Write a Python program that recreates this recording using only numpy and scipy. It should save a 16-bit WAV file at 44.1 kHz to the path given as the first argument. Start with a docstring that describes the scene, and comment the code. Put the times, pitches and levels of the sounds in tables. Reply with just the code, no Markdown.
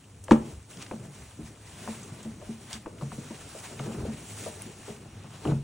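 """In a small room, a soft fabric bag is dragged off a hollow hard suitcase that lies in a cardboard box.
Cloth is shaped noise in swells, snaps are short noise bursts, bumps are rung shell modes with a hard knock.
The sliding shell rumbles as uneven noise; a low hum wavers below, with deep lurches and room tone behind.
A small stereo microphone hears it from close by, as a sum and a difference of two ports."""
import sys
import numpy as np
from scipy import signal
from scipy.fft import rfft, irfft, next_fast_len
from scipy.io import wavfile
from scipy.ndimage import uniform_filter1d, map_coordinates

SR = 44100
rng = np.random.default_rng(int(sys.argv[2]) if len(sys.argv) > 2 else 0)


def materialize(psi):
    """Save the field psi as 16-bit PCM at rate SR to the path in sys.argv[1].

    A 1-D psi becomes a single channel; in a 2-D psi each row is a channel.
    """
    bounded = np.clip(np.atleast_2d(psi).T, -1, 1)
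    quanta = np.round(bounded * 32767).astype(np.int16)
    wavfile.write(sys.argv[1], SR, quanta)


N = 248283  # length in samples


def amp(db):
    """dB to gain."""
    return 10 ** (np.asarray(db) / 20)


def unit(x):
    """Each row at rms 1."""
    return x / np.sqrt(np.mean(x ** 2, axis=-1, keepdims=True) + 1e-20)


def along(points, hz):
    """Each column after the frequency, read on a log axis."""
    point_hz, *columns = np.transpose(points)
    log_hz, log_point_hz = np.log(hz + 1), np.log(point_hz + 1)
    return np.squeeze([np.interp(log_hz, log_point_hz, column) for column in columns])


def curves(rows):
    """One value per sample for each column after the time."""
    time_s, *columns = np.transpose(rows)
    return [np.interp(np.arange(N) / SR, time_s, column) for column in columns]


def wobble(knots_per_s):
    """Smooth random curve through normally distributed knots."""
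    knots = rng.standard_normal(int(N * knots_per_s / SR) + 4)
    return map_coordinates(knots, [np.arange(N) * knots_per_s / SR])


def filtered(x, response):
    """x times a complex response of frequency."""
    size = next_fast_len(N + SR // 2)
    spectrum = rfft(x, size) * response(np.fft.rfftfreq(size, 1 / SR))
    return irfft(spectrum, size)[..., :N]


def smoothed(x, size, axis=-1):
    """Two passes of a running mean."""
    return uniform_filter1d(uniform_filter1d(x, size, axis), size, axis)


def rush(spectrum, patchy_db, grain_db):
    """Two unrelated noises of rms 1, straight and scattered path, sharing patches and fibre ticks."""
    ticks_db = grain_db * np.repeat(rng.exponential(size=N // 32 + 1), 32)[:N]
    noise = amp(ticks_db) * rng.standard_normal((2, N))
    cells = signal.stft(noise, nperseg=512)[2]
    # patches in time and frequency
    field = rng.standard_normal(cells.shape[1:])
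    field = uniform_filter1d(uniform_filter1d(field, 8, 0), 8, 1)
    patches = amp(patchy_db * field / field.std())
    pair = signal.istft(cells * patches, nperseg=512)[1][:, :N]
    return unit(filtered(pair, lambda hz: amp(along(spectrum, hz))))


def swells(peak_s, peak_db, rise_db_per_s, fall_db_per_s):
    """Gain of swells that climb to a rounded peak and sink at a steady dB rate; their powers add."""
    round_s = 0.0061
    peak_s, peak_db, rise, fall = [
        np.reshape(v, (-1, 1)) for v in (peak_s, peak_db, rise_db_per_s, fall_db_per_s)]
    steps = np.arange(0, N + 64, 64)
    t = steps / SR - peak_s
    slope = np.abs(np.where(t < 0, rise, fall))
    gain = amp(peak_db - slope * (np.hypot(t, round_s) - round_s))
    return np.interp(np.arange(N), steps, np.linalg.norm(gain, axis=0))


# pulls on the cloth: (peak time [s], hiss [dB], scuff of the heavier folds [dB], rise [dB/s], fall [dB/s])
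CLOTH_PULLS = [(0.25, -57, -80, 800, 290), (0.322, -43.5, -43, 502, 222), (0.499, -50, -51, 73, 125),
               (0.711, -49, -51, 600, 44), (0.826, -50, -42, 502, 400), (0.935, -55.5, -55, 70, 110),
               (1.055, -53.5, -56, 200, 250), (1.15, -51, -51, 220, 31), (1.45, -54, -55, 330, 125),
               (1.485, -55, -55, 200, 600), (1.69, -53.5, -51.5, 90, 29), (1.887, -45, -44.5, 64, 43),
               (2.252, -53, -51, 34, 57), (2.48, -52.5, -50.5, 112, 32), (2.62, -64, -63, 60, 60),
               (2.738, -43, -41.5, 177, 255), (3.025, -52, -53, 300, 92), (3.14, -49.5, -52.5, 220, 53),
               (3.305, -55.5, -51, 76, 15), (3.64, -45.5, -46.5, 24.5, 49), (3.82, -52.5, -49, 200, 45),
               (3.93, -48, -50.5, 35, 116), (4.091, -59, -47.5, 89, 44), (4.43, -40.5, -44.5, 37.5, 87),
               (4.627, -48, -48.5, 68, 75), (4.9, -49, -48, 42, 95), (5.345, -60.5, -50.5, 27, 35),
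               (5.469, -48, -48.5, 106, 123), (5.525, -60, -50, 100, 260)]
# fibre hiss spectrum: (frequency [Hz], relative level [dB per Hz])
HISS_SPECTRUM = [(1500, -17), (3500, -7.5), (5500, -3), (8000, -0.5), (11000, -3), (16000, -11)]
# fold scuff spectrum: (frequency [Hz], relative level [dB per Hz])
SCUFF_SPECTRUM = [(200, -62), (600, -2.5), (1200, -2), (2500, -3.5), (4200, -6.5), (6000, -12),
                  (12000, -21)]


def cloth():
    """Fibres hiss over the shell, folds scuff lower down; pulls stutter together over a steady faint rustle."""
    rustle_db, folds_db = -59.5, -60  # steady levels between pulls
    peak_s, hiss_db, scuff_db, rise, fall = np.transpose(CLOTH_PULLS)
    stutter = wobble(45)
    hiss_pulls = swells(peak_s, hiss_db, rise, fall) * amp(0.82 * stutter)
    scuff_pulls = swells(peak_s, scuff_db, rise, fall) * amp(1.4 * stutter)
    hiss = np.hypot(hiss_pulls, amp(rustle_db)) * rush(HISS_SPECTRUM, patchy_db=1.2, grain_db=1.0)
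    scuff = np.hypot(scuff_pulls, amp(folds_db)) * rush(SCUFF_SPECTRUM, patchy_db=1.26, grain_db=1.0)
    return hiss + scuff


# snaps of cloth and cord:
# (time [s], peak [dB], centre [Hz], spread each way [pitch ratio, at least 1.1 is used], t60 [s])
CLOTH_SNAPS = [(0.04, -47, 2800, 0.96, 0.034), (0.239, -31.5, 8700, 1.56, 0.038),
               (0.2816, -34, 2400, 1.35, .016), (0.3097, -17, 2500, 2, 0.025),
               (0.3181, -14, 2320, 1.94, 0.021), (0.6276, -43, 6990, 1.6, .015),
               (0.7315, -39, 2970, 0.87, .04), (0.771, -33, 3010, 2.1, .02),
               (0.8173, -30, 3440, 1.9, 0.034), (0.8237, -26, 3480, 1.87, 0.023),
               (0.863, -34, 2860, 1.8, 0.02), (0.9116, -38, 2570, 1.15, .02),
               (2.0309, -33.5, 7080, 1.2, .025), (2.2287, -36, 6960, 1.25, .025),
               (2.7294, -18, 4440, 1.54, 0.014), (2.7392, -28, 4030, 1.3, .028),
               (2.86, -45, 2590, 1.07, .02), (2.9846, -38.5, 2000, 1.5, .016),
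               (3.012, -41, 4300, 1.05, 0.036), (3.793, -26, 2370, 1.45, 0.015),
               (4.588, -46, 6500, 1.6, .02), (4.613, -38, 2260, 1.06, .03),
               (4.6201, -23, 10200, 1.28, 0.0093), (5.452, -36, 2670, 0.82, .015),
               (5.474, -30, 2780, 1.05, .014)]


def snaps():
    """A fold or the cord lets go: a burst of noise around its own pitch."""
    out, t = np.zeros(N + SR), np.arange(SR // 8) / SR
    rise = 1 - np.exp(-t / .0005)
    for time_s, peak_db, centre_hz, spread, t60_s in CLOTH_SNAPS:
        ratio = max(spread, 1.1)
        band_hz = [centre_hz / ratio, min(centre_hz * ratio, 19000)]
        bandpass = signal.butter(2, band_hz, "bandpass", fs=SR, output="sos")
        noise = signal.sosfilt(bandpass, rng.standard_normal(len(t)))
        burst = amp(-60 * t / t60_s) * rise * noise
        out[round(time_s * SR):][:len(t)] += amp(peak_db) * burst / np.abs(burst).max()
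    return out[:N]


# bumps on the shell: (time [s], ring peak [dB], pitch that the spot favours [Hz],
# hard edge before a common lift [dB re ring peak], ring time [share of free ring], softness [cycles of swell])
SHELL_BUMPS = [(0.282, -34, 560, 0, .92, 0.61), (0.31, 0, 253.5, -14.5, .8, 0.82),
               (0.911, -28.5, 360, -4.5, 0.56, 1.7), (0.934, -30, 207, -19, 0.55, 0.4),
               (1.051, -34.5, 144, -18, 0.52, 1.9), (1.385, -29, 186, -47, 1.16, 1.3),
               (1.875, -32, 710, -4, 0.23, 0.75), (1.884, -27, 236, -16, 0.8, 0.41),
               (2.248, -28.5, 197, -21, 1.1, 1.8), (2.415, -37, 570, -6, 0.68, 1.2),
               (2.485, -26, 197, -32, 0.87, 1.7), (2.746, -36.5, 218, -24, 0.9, 0.86),
               (2.859, -28.5, 326, -8.5, 0.47, 3.3), (3.011, -33.5, 360, -7, 0.45, 3.6),
               (3.021, -23.5, 133, -17, 0.6, 1.1), (3.118, -33, 148, -6, 1.5, 1.4),
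               (3.177, -24, 148, -40, 0.26, 1.8), (3.301, -26.5, 260, -38, 0.27, 5.7),
               (3.547, -34, 486, -28, 0.81, 1.04), (3.797, -24.5, 146, -11, .44, 1),
               (3.875, -26, 236, -24, 0.5, 0.76), (3.915, -39, 135, -5, 1.3, 1.4),
               (3.946, -33.5, 132, -10, 0.28, 0.69), (4.02, -40, 210, -15, 1, 2.6),
               (4.049, -28, 416, -38, 0.68, 1.2), (4.084, -24, 204, -45, 0.57, 0.36),
               (4.462, -26, 570, -31, 0.76, 0.55), (4.879, -33, 436, -24, 1.5, .75),
               (4.894, -33, 181, -21, 0.79, 0.92), (5.053, -42, 132, -11, 1.1, 1.1),
               (5.242, -36.5, 132, -12, 1.1, 0.92), (5.451, -19, 290, -11.5, 1, 0.93),
               (5.47, -19.5, 350, -22, 1.66, 1), (5.485, -17, 132, -22, .74, 0.31),
               (5.512, -19, 153, -18, 0.5, 0.79), (5.519, -16.5, 141, -19, 0.82, .91)]
# modes of the free shell: (frequency [Hz], relative level, halved in use [dB], base t60 [s])
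SHELL_MODES = [(48, -7, 0.47), (101.8, -21, 0.26), (142.9, -3.5, 0.52), (157.5, 13.5, 0.17),
               (214.8, -12.5, 0.31), (225.2, 5.5, 0.25), (309, -3.5, 0.15), (337.4, -5.5, 0.16),
               (409, -8, 0.14), (455.3, -12.5, 0.15), (500.3, -14, 0.11), (596.7, -24, 0.27),
               (652.6, -16.5, .14), (728, -10, 0.084), (836, -8, 0.038), (935, -42, 0.3),
               (1050, -23, 0.028), (1204, -23, 0.07)]


def bumps():
    """Each bump rings the shell modes near its spot's pitch; high modes speak at once, low ones swell."""
    out, t = np.zeros(N + SR), np.arange(SR // 2) / SR
    hz, mode_db, t60_s = np.transpose(SHELL_MODES)[:, :, None]
    for time_s, peak_db, spot_hz, edge_db, share, soft_cycles in SHELL_BUMPS:
        level_draw, pitch_draw = rng.standard_normal((2, len(hz), 1))
        octaves = np.log2(hz / spot_hz)
        tilt_db = -7 * np.maximum(octaves, 0) + 27 * np.minimum(octaves, 0)
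        favour_db = .5 * mode_db + tilt_db + 2.8 * level_draw
        swell = (1 - np.exp(-t * hz / soft_cycles)) ** 2
        # the panels lose most of the blow quickly, the enclosed air rings on
        life_s = t60_s * share
        panels = amp(-60 * t / (life_s * 0.6))
        enclosed_air = amp(-4 - 60 * t / (life_s * 1.08))
        fade = amp(favour_db) * (panels + enclosed_air)
        tones = np.sin(2 * np.pi * hz * (1 + 0.0079 * pitch_draw) * t)
        ring = (fade * swell * tones).sum(axis=0)
        edge = amp(edge_db) * hard_edge(t, pitch_draw[0])
        out[round(time_s * SR):][:len(t)] += amp(peak_db) * (ring / np.abs(ring).max() + edge)
    return out[:N]


def hard_edge(t, pitch_draw):
    """Short rough knock whose pitch sinks as the touching area spreads."""
    scale_hz = 1120 * (1 + 0.0786 * pitch_draw)
    cycles = scale_hz * (0.3897 * t + 0.742 * 0.00691 * (1 - np.exp(-t / 0.0065)))
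    rough = 1 + 0.93 * unit(smoothed(rng.standard_normal(len(t)), 24))
    rise = 1 - np.exp(-t / .0005)
    return amp(2.5 - 60 * t / 0.1) * rise * rough * np.sin(2 * np.pi * cycles)


# rumble spectrum: (frequency [Hz], relative level [dB per Hz])
RUMBLE_SPECTRUM = [(65, -22), (110, 2.5), (161, 1), (201, 1.5), (285, -3.5), (441, -4.5), (481, -8.5),
                   (668, -13), (1140, -18.5), (1500, -19), (1950, -47), (3300, -120)]
# shell sliding on cardboard and foam, with the hum: (time [s], rumble [dB], hum [dB]); both waver around these
SLIDE_LEVELS = [(0.0, -54.5, -61), (0.22, -56.5, -53), (0.42, -44, -47), (0.62, -55.5, -57),
                (0.8, -46.5, -56), (0.93, -42.5, -62), (1.0, -47.5, -58), (1.32, -55.5, -57),
                (1.42, -47, -47), (1.6, -52, -59), (1.85, -46.5, -52), (2.3, -48.5, -54),
                (2.66, -51.5, -57.5), (3.1, -44.5, -57), (3.68, -49.5, -62), (3.85, -36.5, -55),
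                (4.04, -38, -50), (4.2, -49, -56), (4.36, -42, -45.5), (4.6, -47, -58), (5.0, -47, -51),
                (5.42, -51, -59), (5.49, -30, -27.5), (5.63, -50.5, -53)]


def slide_rumble():
    """Stick and slip shakes the shell in lumps: noise under two random level curves."""
    rumble_db = curves(SLIDE_LEVELS)[0] + 1.3 * wobble(30) + 1.5 * wobble(10)
    return amp(rumble_db) * rush(RUMBLE_SPECTRUM, patchy_db=2.0, grain_db=-0.5)


def low_hum():
    """Noise in a narrow resonance, its level wavering by chance."""
    centre_hz, half_width_hz, waver_db = 99, 9, 2
    hum_db = curves(SLIDE_LEVELS)[1] + waver_db * wobble(15)
    narrow = lambda hz: 1 / (1 + ((hz - centre_hz) / half_width_hz) ** 2)
    return amp(hum_db) * unit(filtered(rng.standard_normal((2, N)), narrow))


# weight lurching on the box and floor: (peak time [s], level [dB])
WEIGHT_LURCHES = [(0.37, -39), (0.53, -45), (1.22, -54), (1.43, -54), (1.85, -52.5), (2.29, -49),
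                  (2.46, -46), (3.06, -58), (3.42, -45.5), (3.9, -47), (4.0, -47.5), (4.14, -47),
                  (5.13, -61), (5.54, -39)]
# deep rumble spectrum: (frequency [Hz], relative level [dB per Hz])
GROUND_SPECTRUM = [(12, -44), (20, -21), (75, 16), (98, -36), (160, -120)]


def lurches():
    """Shifting weight swells a deep noise over its steady level."""
    rise_db_per_s, fall_db_per_s, steady_db = 200, 140, -65
    peak_s, peak_db = np.transpose(WEIGHT_LURCHES)
    weight = np.hypot(swells(peak_s, peak_db, rise_db_per_s, fall_db_per_s), amp(steady_db))
    return weight * rush(GROUND_SPECTRUM, patchy_db=-3, grain_db=3)


# room tone spectrum: (frequency [Hz], relative level [dB per Hz])
AIR_SPECTRUM = [(35, -33), (60, -3), (85, -8), (109, 9), (156, -12.5), (219, -3.5), (642, -25),
                (1500, -34.5), (1950, -39), (3300, -120)]


def room_tone():
    """Steady shaped noise."""
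    return amp(-57.0) * rush(AIR_SPECTRUM, patchy_db=-1, grain_db=-1.0)


# room decay: (frequency [Hz], t60 [s])
ROOM_DECAY = [(100, 0.3), (500, 0.32), (2000, 0.25), (10000, 0.077)]


def room(x):
    """Each frequency of the room's answer dies at its own speed; one answer for each path."""
    delay_samples = 200
    noise = rng.standard_normal((2, SR // 2))
    hz, t, cells = signal.stft(noise, SR, nperseg=256)
    decay = amp(-60 * t / along(ROOM_DECAY, hz)[:, None])
    tail = signal.istft(cells * decay, SR, nperseg=256)[1]
    tail = tail / np.linalg.norm(tail[0])
    delayed = np.pad(x, (delay_samples, 0))[None]
    return signal.fftconvolve(delayed, tail, axes=1)[:, :N]


# the two ports: (frequency [Hz], sum [dB], difference [dB],
# share of the difference tied to the sum [0..1], its lead [rad])
MIC_PORTS = [(61.4, 2, -28, 0.53, .7), (193, -2, -24.5, 0.86, 0.97), (496, -2, -10.5, 0.93, 1.24),
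             (833, -2.5, -8.5, 0.45, .4), (1320, -4, -12, 0.32, -0.33), (1480, -4, -26.5, .1, 0),
             (2320, -3.5, -29, .1, 0), (2660, -3, -10, .2, .5), (4370, -6.5, -10, 0.13, -0.96),
             (5170, -9.5, -5, .4, -1.3), (5040, -5.5, -4, 0.22, -1), (5760, -2.5, -25, .1, -1.5),
             (7000, -2.5, -11, .2, -1.6), (6600, -2, -11.5, .7, -1.6), (9400, -4, -4, .9, -1.56),
             (9830, -5, 0, 1, -1.6), (10870, -10.5, -11, 0.45, -1.5), (11530, -32, -6.5, .1, -1.5),
             (13800, -53, -4.5, .1, 1.6), (14240, -10, -11, .5, 1.6), (15800, -3.5, 8, .6, 1.5)]


def microphone(paths):
    """Port sum from the straight path; difference from that path, phase-shifted, and the scattered one."""
    def response(hz):
        sum_db, difference_db, tied, lead_rad = along(MIC_PORTS, hz)
        tied = np.clip(tied, 0, 1)
        mid = amp(sum_db) + 0j
        shifted = amp(difference_db) * tied * np.exp(1j * lead_rad)
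        loose = amp(difference_db) * np.sqrt(1 - tied ** 2)
        return np.array([mid, shifted, loose])
    straight, scattered = 0, 1
    mid, shifted, loose = filtered(paths[[straight, straight, scattered]], response)
    side = shifted + loose
    return np.array([mid + side, mid - side])


def scene():
    """Hits with their room, the rubbing and the background, at the microphone."""
    hits = snaps() + bumps()
    wet = room(hits)
    hit_paths = np.array([hits + amp(-15.0) * wet[0], amp(-7.5) * wet[1]])
    rubbing = cloth() + slide_rumble()
    background = low_hum() + lurches() + room_tone()
    return microphone(hit_paths + rubbing + background)


def record(dry):
    """Peaks are rounded off towards a ceiling; nothing is kept above the band limit."""
    ceiling, top_hz = .95, 15850
    rounded = dry / (1 + np.abs(dry / ceiling) ** 6) ** (1 / 6)
    return filtered(rounded, lambda hz: hz < top_hz)


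dry = scene()
out = record(dry)
materialize(out)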